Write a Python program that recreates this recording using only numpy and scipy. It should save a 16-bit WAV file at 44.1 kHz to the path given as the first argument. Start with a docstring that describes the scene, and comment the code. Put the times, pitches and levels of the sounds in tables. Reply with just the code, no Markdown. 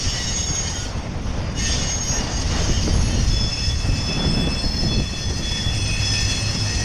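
"""Squealing, ringing flanges over a low rumble: freight cars roll slowly past a grassy field on a windy day.
Two wheels in turn rub their flanges on the rail: random friction rings many narrow modes of the steel,
which sink in pitch as the wheel passes. Strong modes lock into held tones; others catch by chance.
Shaped noise makes the scrape and the rolling; a throbbing low mode makes the drone.
Wind on the microphone is low and gusting noise with short pressure buffets."""
import sys
import numpy as np
from scipy import signal
from scipy.io import wavfile
from scipy.ndimage import uniform_filter1d

SR = 44100
rng = np.random.default_rng(int(sys.argv[2]) if len(sys.argv) > 2 else 0)


def transcribe(signal):
    """Save signal, clipped to [-1, 1], as a 16-bit WAV file at the path in sys.argv[1]."""
    frames = np.atleast_2d(signal).T
    limited = np.clip(frames, -1, 1)
    pcm = np.round(limited * 32767).astype(np.int16)
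    wavfile.write(sys.argv[1], SR, pcm)


N = 301644
T_S = np.arange(N) / SR


def gain_of(db):
    """Amplitude gain of a level in dB."""
    return 10 ** (np.asarray(db) / 20)


def evened(x):
    """Scale to rms 1."""
    return x / np.sqrt(np.mean(x ** 2) + 1e-20)


def columns(rows):
    """Every column after the time column, as a curve over all samples."""
    s, *rest = np.transpose(rows)
    return [np.interp(T_S, s, column) for column in rest]


def drift(hz, length):
    """Slow random curve: one-pole filtered noise, changing about hz times a second."""
    knot_rate_hz = 40
    knots = rng.standard_normal(int(length / SR * knot_rate_hz) + 80)
    pole = np.exp(-np.pi * hz / 20)
    knots = evened(signal.lfilter([1], [1, -pole], knots)[40:])  # start-up dropped
    return np.interp(np.arange(length) / SR * knot_rate_hz, np.arange(len(knots)), knots)


def mode(hz, width_hz, length, skirt=1.0, steady=0., spread=1.56):
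    """A mode rung by random friction: narrow core on a wide gritty skirt; stick-slip steadies the core (0-1)."""
    step = 32  # samples per point of the slow envelope
    a, b = rng.standard_normal((2, length // step + 402))
    push = a + 1j * b
    core_pole = np.exp(-np.pi * width_hz * step / SR)
    grit_pole = np.exp(-np.pi * spread * width_hz * step / SR)

    core = signal.lfilter([1], np.convolve([1, -core_pole], [1, -core_pole]), push)
    core /= np.sqrt(np.mean(abs(core) ** 2))
    core = core / (abs(core) + 0.14) ** np.clip(steady, 0, 1)
    grit = np.sqrt((1 - grit_pole ** 2) / 2) * signal.lfilter([1], [1, -grit_pole], push)
    slow = (skirt * grit + core)[400:]  # start-up dropped

    at, points = np.arange(length) / step, np.arange(len(slow))
    envelope = np.interp(at, points, slow.real) + 1j * np.interp(at, points, slow.imag)
    phase = 2 * np.pi * np.cumsum(hz * np.ones(length)) / SR
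    return evened((envelope * np.exp(1j * phase)).real)


def noise(spectrum, level_db, patchy_db, flicker_db, size=512):
    """Random short-time spectra with drifting patches and a flicker shared by all bins."""
    hop = size // 4
    frames, hz = N // hop + 5, np.fft.rfftfreq(size, 1 / SR)
    a, b, patches = rng.standard_normal((frames, len(hz), 3)).T
    patches = uniform_filter1d(patches, size // 100, 0)  # over frequency
    patches = evened(uniform_filter1d(patches, 8192 // size, 1))  # over time
    flicker = evened(uniform_filter1d(rng.standard_normal(frames), 2048 // size + 1))

    f, db = np.transpose(spectrum)
    shape_db = np.interp(np.log(hz + 1), np.log(f), db, -120, -120)
    bins_db = shape_db[:, None] + patchy_db * patches + flicker_db * flicker
    x = signal.istft((a + 1j * b) * gain_of(bins_db), nperseg=size, noverlap=size - hop)[1][:N]
    return gain_of(level_db) * evened(x)


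def held(spells, first, length):
    """Gain of a mode over its spells: lock, hold, let go; powers add."""
    lock_s, let_go_s = 0.046, 0.04
    t = (first + np.arange(length)) / SR
    power = np.zeros(length)
    for start, end, db in spells:
        ramp = np.minimum((t - start) / lock_s + .5, (end - t) / let_go_s + 1)
        power += gain_of(db) ** 2 * np.clip(ramp, 0, 1) ** 2
    return np.sqrt(power)


def wheel(sings, rings, pitch, rub_db, idle_db, catch_db, skirt, steady, fade_s):
    """Strong modes idle with the rubbing and lock into held tones; the rest catch or let go by chance."""
    # spells of held tone, keyed by mode f/Hz: start/s, end/s, level/dB before flutter and wheel fade
    spells = { "6540": [(0, .3, -33.5), (.3, .64, -27), (.66, .83, -34), (1.57, 1.95, -29),
              (1.98, 2.18, -26.5), (2.3, 2.4, -31), (2.5, 2.85, -35), (2.93, 3.3, -34.5)],
              "5400": [(0, .3, -33), (.4, .58, -35.5), (1.62, 1.9, -44), (1.98, 2.22, -38),
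              (2.6, 3.1, -48)], "4772": [(0, .6, -42), (1.62, 1.9, -38), (2.05, 2.15, -38),
              (2.22, 2.4, -35.5), (2.7, 2.8, -43), (2.83, 2.93, -38)], "3432": [(0, .28, -44.5),
              (.34, .6, -43.5), (1.65, 1.8, -37.5), (1.8, 1.97, -45)], "2890": [(.05, .42, -39.5),
              (1.56, 1.68, -39), (1.75, 1.9, -39), (2.16, 2.25, -37), (2.33, 2.4, -42), (2.47, 2.58, -39),
              (2.7, 2.83, -36), (3.15, 3.25, -38)], "3745": [(.2, .45, -41), (1.6, 1.9, -48),
              (2.45, 2.6, -45)], "5210": [(3.25, 6.84, -39.5), (3.3, 3.68, -26.5), (3.75, 4, -37),
              (3.97, 4.14, -31), (4.18, 4.4, -29.5), (4.5, 4.97, -29.5), (5.05, 5.6, -41),
              (5.45, 5.62, -35), (5.7, 5.95, -35), (6.04, 6.24, -28.5), (6.35, 6.5, -33),
              (6.5, 6.8, -32.5)], "3412": [(3.28, 6.84, -44), (3.3, 3.5, -32), (3.45, 3.72, -34.5),
              (3.75, 3.8, -37), (3.97, 4.2, -35.5), (4.18, 4.47, -31.5), (4.55, 4.6, -37),
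              (4.88, 5.08, -34), (5.1, 5.3, -35.5), (5.43, 5.7, -29), (5.72, 6.1, -35), (6.05, 6.38, -31.5),
              (6.45, 6.7, -39)], "2608": [(3.0, 3.15, -36), (3.3, 3.4, -42), (3.5, 3.65, -37),
              (3.78, 4.0, -37.5), (4.06, 4.16, -31.5), (4.25, 4.6, -37), (4.9, 5.2, -40), (5.45, 5.58, -40),
              (5.7, 6.0, -34), (6.08, 6.5, -35), (6.6, 6.84, -38.5)], "4290": [(2.98, 6.84, -45.5),
              (2.98, 3.2, -34), (4.58, 4.85, -37.5), (4.8, 5, -34), (5.07, 5.25, -37.5), (5.27, 5.45, -41),
              (5.8, 6.3, -40), (6.3, 6.5, -35.5), (6.55, 6.9, -42)], "6082": [(3.3, 4.15, -49),
              (4.85, 5.05, -41.5), (5.18, 5.58, -38), (5.78, 6.05, -35), (6.05, 6.3, -32), (6.3, 6.55, -37),
              (6.65, 6.84, -33.5)], "8620": [(5.75, 5.95, -42), (6.05, 6.2, -48), (6.28, 6.42, -42),
              (6.5, 6.84, -58)]}
    first, last = round(fade_s[0][0] * SR), min(round(fade_s[-1][0] * SR), N)
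    length = last - first
    rub_db, factor = rub_db[first:last], columns(pitch)[0][first:last]
    sound = np.zeros(length)
    for hz, width_hz in sings:
        bent_hz = hz * factor * (1 + 0.0006 * drift(3.72, length))  # contact load bends the pitch
        level = np.hypot(held(spells[str(hz)], first, length), gain_of(rub_db + idle_db))
        flutter_db = 1.3 * drift(12, length)
        sound += level * gain_of(flutter_db) * mode(bent_hz, width_hz, length, skirt, steady)
    for hz, db in zip(*rings):
        catch = np.minimum(drift(2.5, length), 1.3)
        width_hz = 18 + 0.0039 * hz  # higher modes lose more
        sound += gain_of(rub_db + db + catch_db * catch) * mode(hz * factor, width_hz, length)
    out = np.zeros(N)
    out[first:last] = sound * np.interp(T_S[first:last], *np.transpose(fade_s))
    return out


def first_wheel(rub_db):
    """Flange of the first wheel: friction-rung modes, Doppler falling as it passes."""
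    # strong modes: f/Hz, core width/Hz
    strong_modes = [(6540, 24), (5400, 24), (4772, 20), (3432, 16), (2890, 40), (3745, 28)]
    # weaker modes, two lists: f/Hz; level/dB over this wheel's rubbing
    weak_modes = ([1820, 1940, 2150, 2640, 3140, 4290, 4390, 5080, 5600, 5800, 6170, 6430, 6920, 2990, 3600,
                  4580, 5250, 5500, 5950, 7520, 8300, 8650, 9150, 9600, 10250, 10600, 11700, 12300, 12700,
                  13000, 13400, 13900], [-2, -2, -4, -2, 1, -1, -3, 0, 0, 2, -2, 0, -8, -2, -4, -2, 0, 0,
                  -1, -9, -11, -11, -17, -15, -11, -24, -30, -25, -23, -26, -30, -29])
    # Doppler: t/s, pitch factor
    doppler = [(0, 1.005), (.9, 1.004), (1.6, .998), (2.3, .996), (2.7, .993), (3.4, .992)]
    fade = [(0, 0.99), (3.15, 0.77), (3.4, 0.43)]  # t/s, gain; silent afterwards
    return wheel(strong_modes, weak_modes, doppler, rub_db - 14, idle_db=0, catch_db=5.6,
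                 skirt=1.05, steady=0.64, fade_s=fade)


def second_wheel(rub_db):
    """Flange of the second wheel: other modes with steadier cores, falling in pitch likewise."""
    # strong modes: f/Hz, core width/Hz
    strong_modes = [(5210, 22), (3412, 18), (2608, 45), (4290, 32), (6082, 28), (8620, 24)]
    # weaker modes, two lists: f/Hz; level/dB over this wheel's rubbing
    weak_modes = ([1810, 1900, 2200, 2800, 3200, 2670, 5160, 5310, 5790, 6970, 7050, 7720, 7900, 8090, 8330,
                  8930, 9510, 10000, 10300, 10750, 11170, 11550, 12270, 12900, 13280, 13750], [-2, -2, -7,
                  -7, -7, -2, 0, -2, -6, -6, -8, -19, -14, -11, -16, -14, -16, -16, -21, -26, -21, -31, -25,
                  -28, -23, -33])
    # Doppler: t/s, pitch factor
    doppler = [(2.9, 1.004), (4.8, 1.003), (5.6, .998), (6.3, .994), (6.84, .992)]
    fade = [(2.9, 0.16), (3.3, 0.83), (6.84, 0.83)]  # t/s, gain
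    return wheel(strong_modes, weak_modes, doppler, rub_db - 10.5, idle_db=-10, catch_db=2.9,
                 skirt=0.75, steady=0.81, fade_s=fade)


def squeals():
    """One mode catches for a moment, then dies away."""
    # short squeals: start/s, end/s, f/Hz, core width/Hz, level/dB before the taper
    catches = [(0, .55, 7530, 50, -47), (.1, .5, 1940, 10, -45.5), (.55, .72, 2150, 10, -44),
               (.7, .9, 1450, 12, -45), (1.33, 1.56, 4840, 70, -47), (1.58, 1.72, 2640, 35, -44),
               (1.59, 1.76, 1820, 30, -36.5), (1.6, 1.78, 6260, 30, -36), (1.6, 1.9, 6920, 20, -47),
               (1.6, 1.8, 4270, 40, -47), (1.62, 1.78, 5085, 25, -39), (2.0, 2.2, 12700, 50, -57),
               (2.03, 2.24, 5780, 35, -33), (2.55, 3.0, 1940, 12, -52), (2.9, 3.15, 10220, 54, -46),
               (3.15, 3.9, 6490, 30, -41), (3.72, 3.92, 4760, 15, -44), (4.2, 4.75, 8110, 32, -47),
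               (4.2, 5.0, 13300, 40, -65), (5.2, 5.45, 5025, 15, -39), (5.75, 6.84, 11130, 50, -60),
               (5.78, 6.3, 2533, 10, -35.5), (5.85, 6.25, 2650, 15, -38), (5.95, 6.27, 5135, 12, -32.5),
               (6.08, 6.27, 5020, 30, -37), (6.3, 6.45, 4205, 15, -41), (6.45, 6.68, 5320, 25, -34),
               (6.68, 6.82, 4975, 15, -46), (6.72, 6.84, 5915, 22, -41)]
    out = np.zeros(N)
    for start, end, hz, width_hz, db in catches:
        part = out[round(start * SR):round(end * SR)]
        tone = mode(hz, width_hz, len(part), skirt=0.76, steady=0.28)
        part += gain_of(db) * tone * signal.windows.tukey(len(part), .5)
    return out


def rubbing_db():
    """How hard the flanges rub the rail; the contact chatters."""
    # rubbing before chatter: t/s, level/dB
    rub = [(0, -32.5), (.13, -33), (.45, -35.5), (.7, -34.5), (.85, -36.5), (.95, -44.5), (1.22, -49.5),
           (1.28, -44), (1.54, -47.5), (1.59, -31), (1.72, -28), (2.0, -36.5), (2.19, -32.5), (2.32, -37.5),
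           (2.58, -32.5), (2.85, -31.5), (3.05, -36.5), (3.5, -35), (4.1, -35.5), (4.45, -37.5),
           (4.85, -35), (5.15, -37.5), (5.35, -35.5), (5.5, -32), (5.9, -33), (6.2, -28), (6.45, -31.5),
           (6.84, -30)]
    return columns(rub)[0] + 0.74 * drift(6.2, N)


def scrape(rub_db):
    """Broad friction noise following the rubbing."""
    # noise colour: f/Hz, relative density/dB
    colour = [(1200, -16), (2000, -7.5), (3000, -7), (4000, -9.5), (4700, -0.5), (5600, 2), (6300, -2),
              (7000, -10.5), (7400, -18.5), (9000, -17.5), (10600, -39), (11200, -70), (12800, -42),
              (14200, -50)]
    # the second wheel scrapes less and rings more: t/s, trim/dB
    trim = [(0, 0.2), (3.1, .6), (3.5, -0.3), (5.3, -1.2), (6.84, 0)]
    return noise(colour, rub_db + columns(trim)[0], patchy_db=1.4, flicker_db=1.8)


def rolling():
    """Rolling noise; a rough patch of tread modulates it once per turn of the wheel."""
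    # noise colour: f/Hz, relative density/dB
    colour = [(150, -16.5), (350, -5), (500, -0.5), (800, -3), (1200, -7), (1600, -9.5), (2400, -12),
              (3500, -16), (5000, -32)]
    # rolling: t/s, base level/dB, swell per turn/dB (negative dips)
    levels = [(0, -38, 3), (1.0, -39, 5), (1.9, -38, 6.5), (2.6, -35, 7), (3.0, -38, 4), (3.7, -40, 1),
              (4.05, -35.5, 1.5), (4.3, -35.5, 3), (4.6, -36.5, 2), (5.1, -39.5, -1.5), (5.9, -36.5, -2),
              (6.84, -36.5, 0.5)]
    turn_s, turn_start_s, top = .405, 0.027, 0.27  # top: share of a turn at which the swell peaks
    db, swell_db = columns(levels)
    turn = (T_S - turn_start_s) / turn_s % 1
    swell = np.minimum(turn / top, (1 - turn) / (1 - top))
    return noise(colour, db + swell_db * swell, patchy_db=0.95, flicker_db=0.91)


def drone():
    """A low hum swells as the next car body draws near, and throbs."""
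    # hum: t/s, level/dB before the throb, throb depth (0-1)
    swell = [(5.7, -24, 0.04), (6.0, -28, 0), (6.3, -28.5, 0.59), (6.7, -26.5, 0.6), (6.84, -28, 0.8)]
    drone_hz, throb_s, throb_top_s, onset_s = 101.7, 0.203, 6.66, 0.14
    db, depth = columns(swell)
    throb = 1 + np.clip(depth, 0, 1) * np.cos(2 * np.pi * (T_S - throb_top_s) / throb_s)
    onset = np.clip((T_S - swell[0][0]) / onset_s, 0, 1)
    return onset * gain_of(db) * throb * mode(drone_hz, 4.4, N, skirt=0.17, steady=0.77)


def wind():
    """Low wind and brighter gusting, shifted by each heave and shaken together by eddies."""
    # low wind colour: f/Hz, relative density/dB
    low_colour = [(15, -11), (30, -2), (50, -2.5), (80, -3.5), (120, -10.5), (200, -27.5), (300, -70)]
    # gusting colour: f/Hz, relative density/dB
    gust_colour = [(60, -37), (110, 2.5), (150, 1.5), (230, -1), (330, -10.5), (500, -18.5), (900, -31)]
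    # wind before heaves and eddies: t/s, low level/dB, gusting level/dB
    air = [(0, -27.5, -33.5), (.9, -27.5, -34), (1.3, -26.5, -32), (1.7, -24.5, -32), (2.05, -27, -31.5),
           (2.4, -25, -30), (2.9, -21, -28.5), (3.3, -18, -28), (3.55, -25, -34.5), (3.82, -24.5, -35.5),
           (3.9, -21, -27.5), (4.05, -25, -33), (4.2, -25.5, -21), (4.5, -24, -24.5), (4.6, -26.5, -32),
           (5.0, -20, -23.5), (5.07, -29, -36.5), (5.3, -24, -31.5), (5.58, -30, -32), (5.75, -25, -32.5),
           (6.84, -28, -30)]
    # heaves: t/s, low shift/dB, gusting shift/dB
    heaves = [(.07, 9, 3), (.36, 5.5, -0.5), (.5, 6.5, -1), (.98, -2, 5), (1.7, 4, 4.5), (2.1, 3.5, 0),
              (2.2, 5.5, 2), (2.45, 7, 3), (2.6, 3, 1), (2.7, 4.5, 4.5), (2.88, 2, 6), (2.96, 3, 4),
              (3.13, 0, 2.5), (3.28, 2, 0), (3.68, 9, 1.5), (3.91, 5, 1), (4.11, 2, 1.5), (4.27, 5.5, 1),
              (4.45, -1, 1), (4.65, 8, 3), (4.86, 4, 6.5), (5.0, -1, 3), (5.31, 5.5, 5), (5.52, 6, 4),
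              (5.68, 13.5, -1)]
    heave_s = 0.024  # half-width at 1/e
    wind_db, gust_db = columns(air)
    s, *lift_db = np.transpose(heaves)
    low_db, bright_db = lift_db @ np.exp(-((T_S - s[:, None]) / heave_s) ** 2)
    eddies = drift(7.8, N)
    low = noise(low_colour, wind_db + low_db + .7 * eddies, 0.71, 0.78, size=2048)
    gusting = noise(gust_colour, gust_db + bright_db + 0.98 * eddies, 0.87, 0.86, size=1024)
    return low + gusting


def buffets():
    """Each buffet is a brief drop in pressure with a rebound, and a short low puff of noise."""
    # buffets on the microphone: t/s, strength/dB before the drop and puff trims
    hits = [(0.496, -16.5), (0.788, -29), (1.578, -18), (1.821, -21), (2.69, -14.5), (2.817, -25),
            (2.87, -6.5), (2.934, -10.5), (3.127, -15), (3.171, -14), (3.329, -17), (3.439, -21),
            (3.639, -32), (3.885, -17.5), (4.025, -23), (4.088, -16), (4.238, -9), (4.369, -10.5),
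            (4.416, -14), (4.468, -7.5), (4.637, -15), (4.83, -11.5), (4.91, -12.5), (4.994, -14.5),
            (5.131, -17), (5.203, -24), (5.297, -15), (5.391, -18), (5.467, -18.5), (5.66, -16),
            (5.788, -20), (6.127, -22), (6.331, -23), (6.546, -18.5)]
    out, t = np.zeros(N), np.arange(4000) / SR
    colour = signal.butter(1, [120 / SR * 2, 450 / SR * 2], "bandpass", output="sos")
    for s, db in hits:
        puff = signal.sosfilt(colour, rng.standard_normal(len(t)))
        puff = evened(signal.sosfilt(colour, puff))
        puff = puff * (1 - np.exp(-(t / 0.0032) ** 2)) * np.exp(-t / 0.015)
        u = (t - .006) / (0.002 * rng.uniform(0.45, 1.38))
        drop = (u ** 2 - 1) * np.exp(-u ** 2 / 2) * (1 - np.exp(-(t / 0.0012) ** 2))
        part = out[round(s * SR):][:len(t)]
        part += (gain_of(db - 5.5) * drop + gain_of(db - 9.0) * puff)[:len(part)]
    return out


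def scene():
    """Both wheels and the scrape share one rubbing curve; track and wind lie below."""
    rub_db = rubbing_db()
    flanges = first_wheel(rub_db) + second_wheel(rub_db) + squeals()
    track = scrape(rub_db) + rolling() + drone()
    return (flanges + track + wind() + buffets())[None]


def record(dry):
    """Band limit: linear-phase low-pass."""
    edge_hz = 14250
    lowpass = signal.firwin(511, edge_hz, window=("kaiser", 9), fs=SR)
    return signal.oaconvolve(dry, lowpass[None], "same")


dry = scene()
out = record(dry)
transcribe(out)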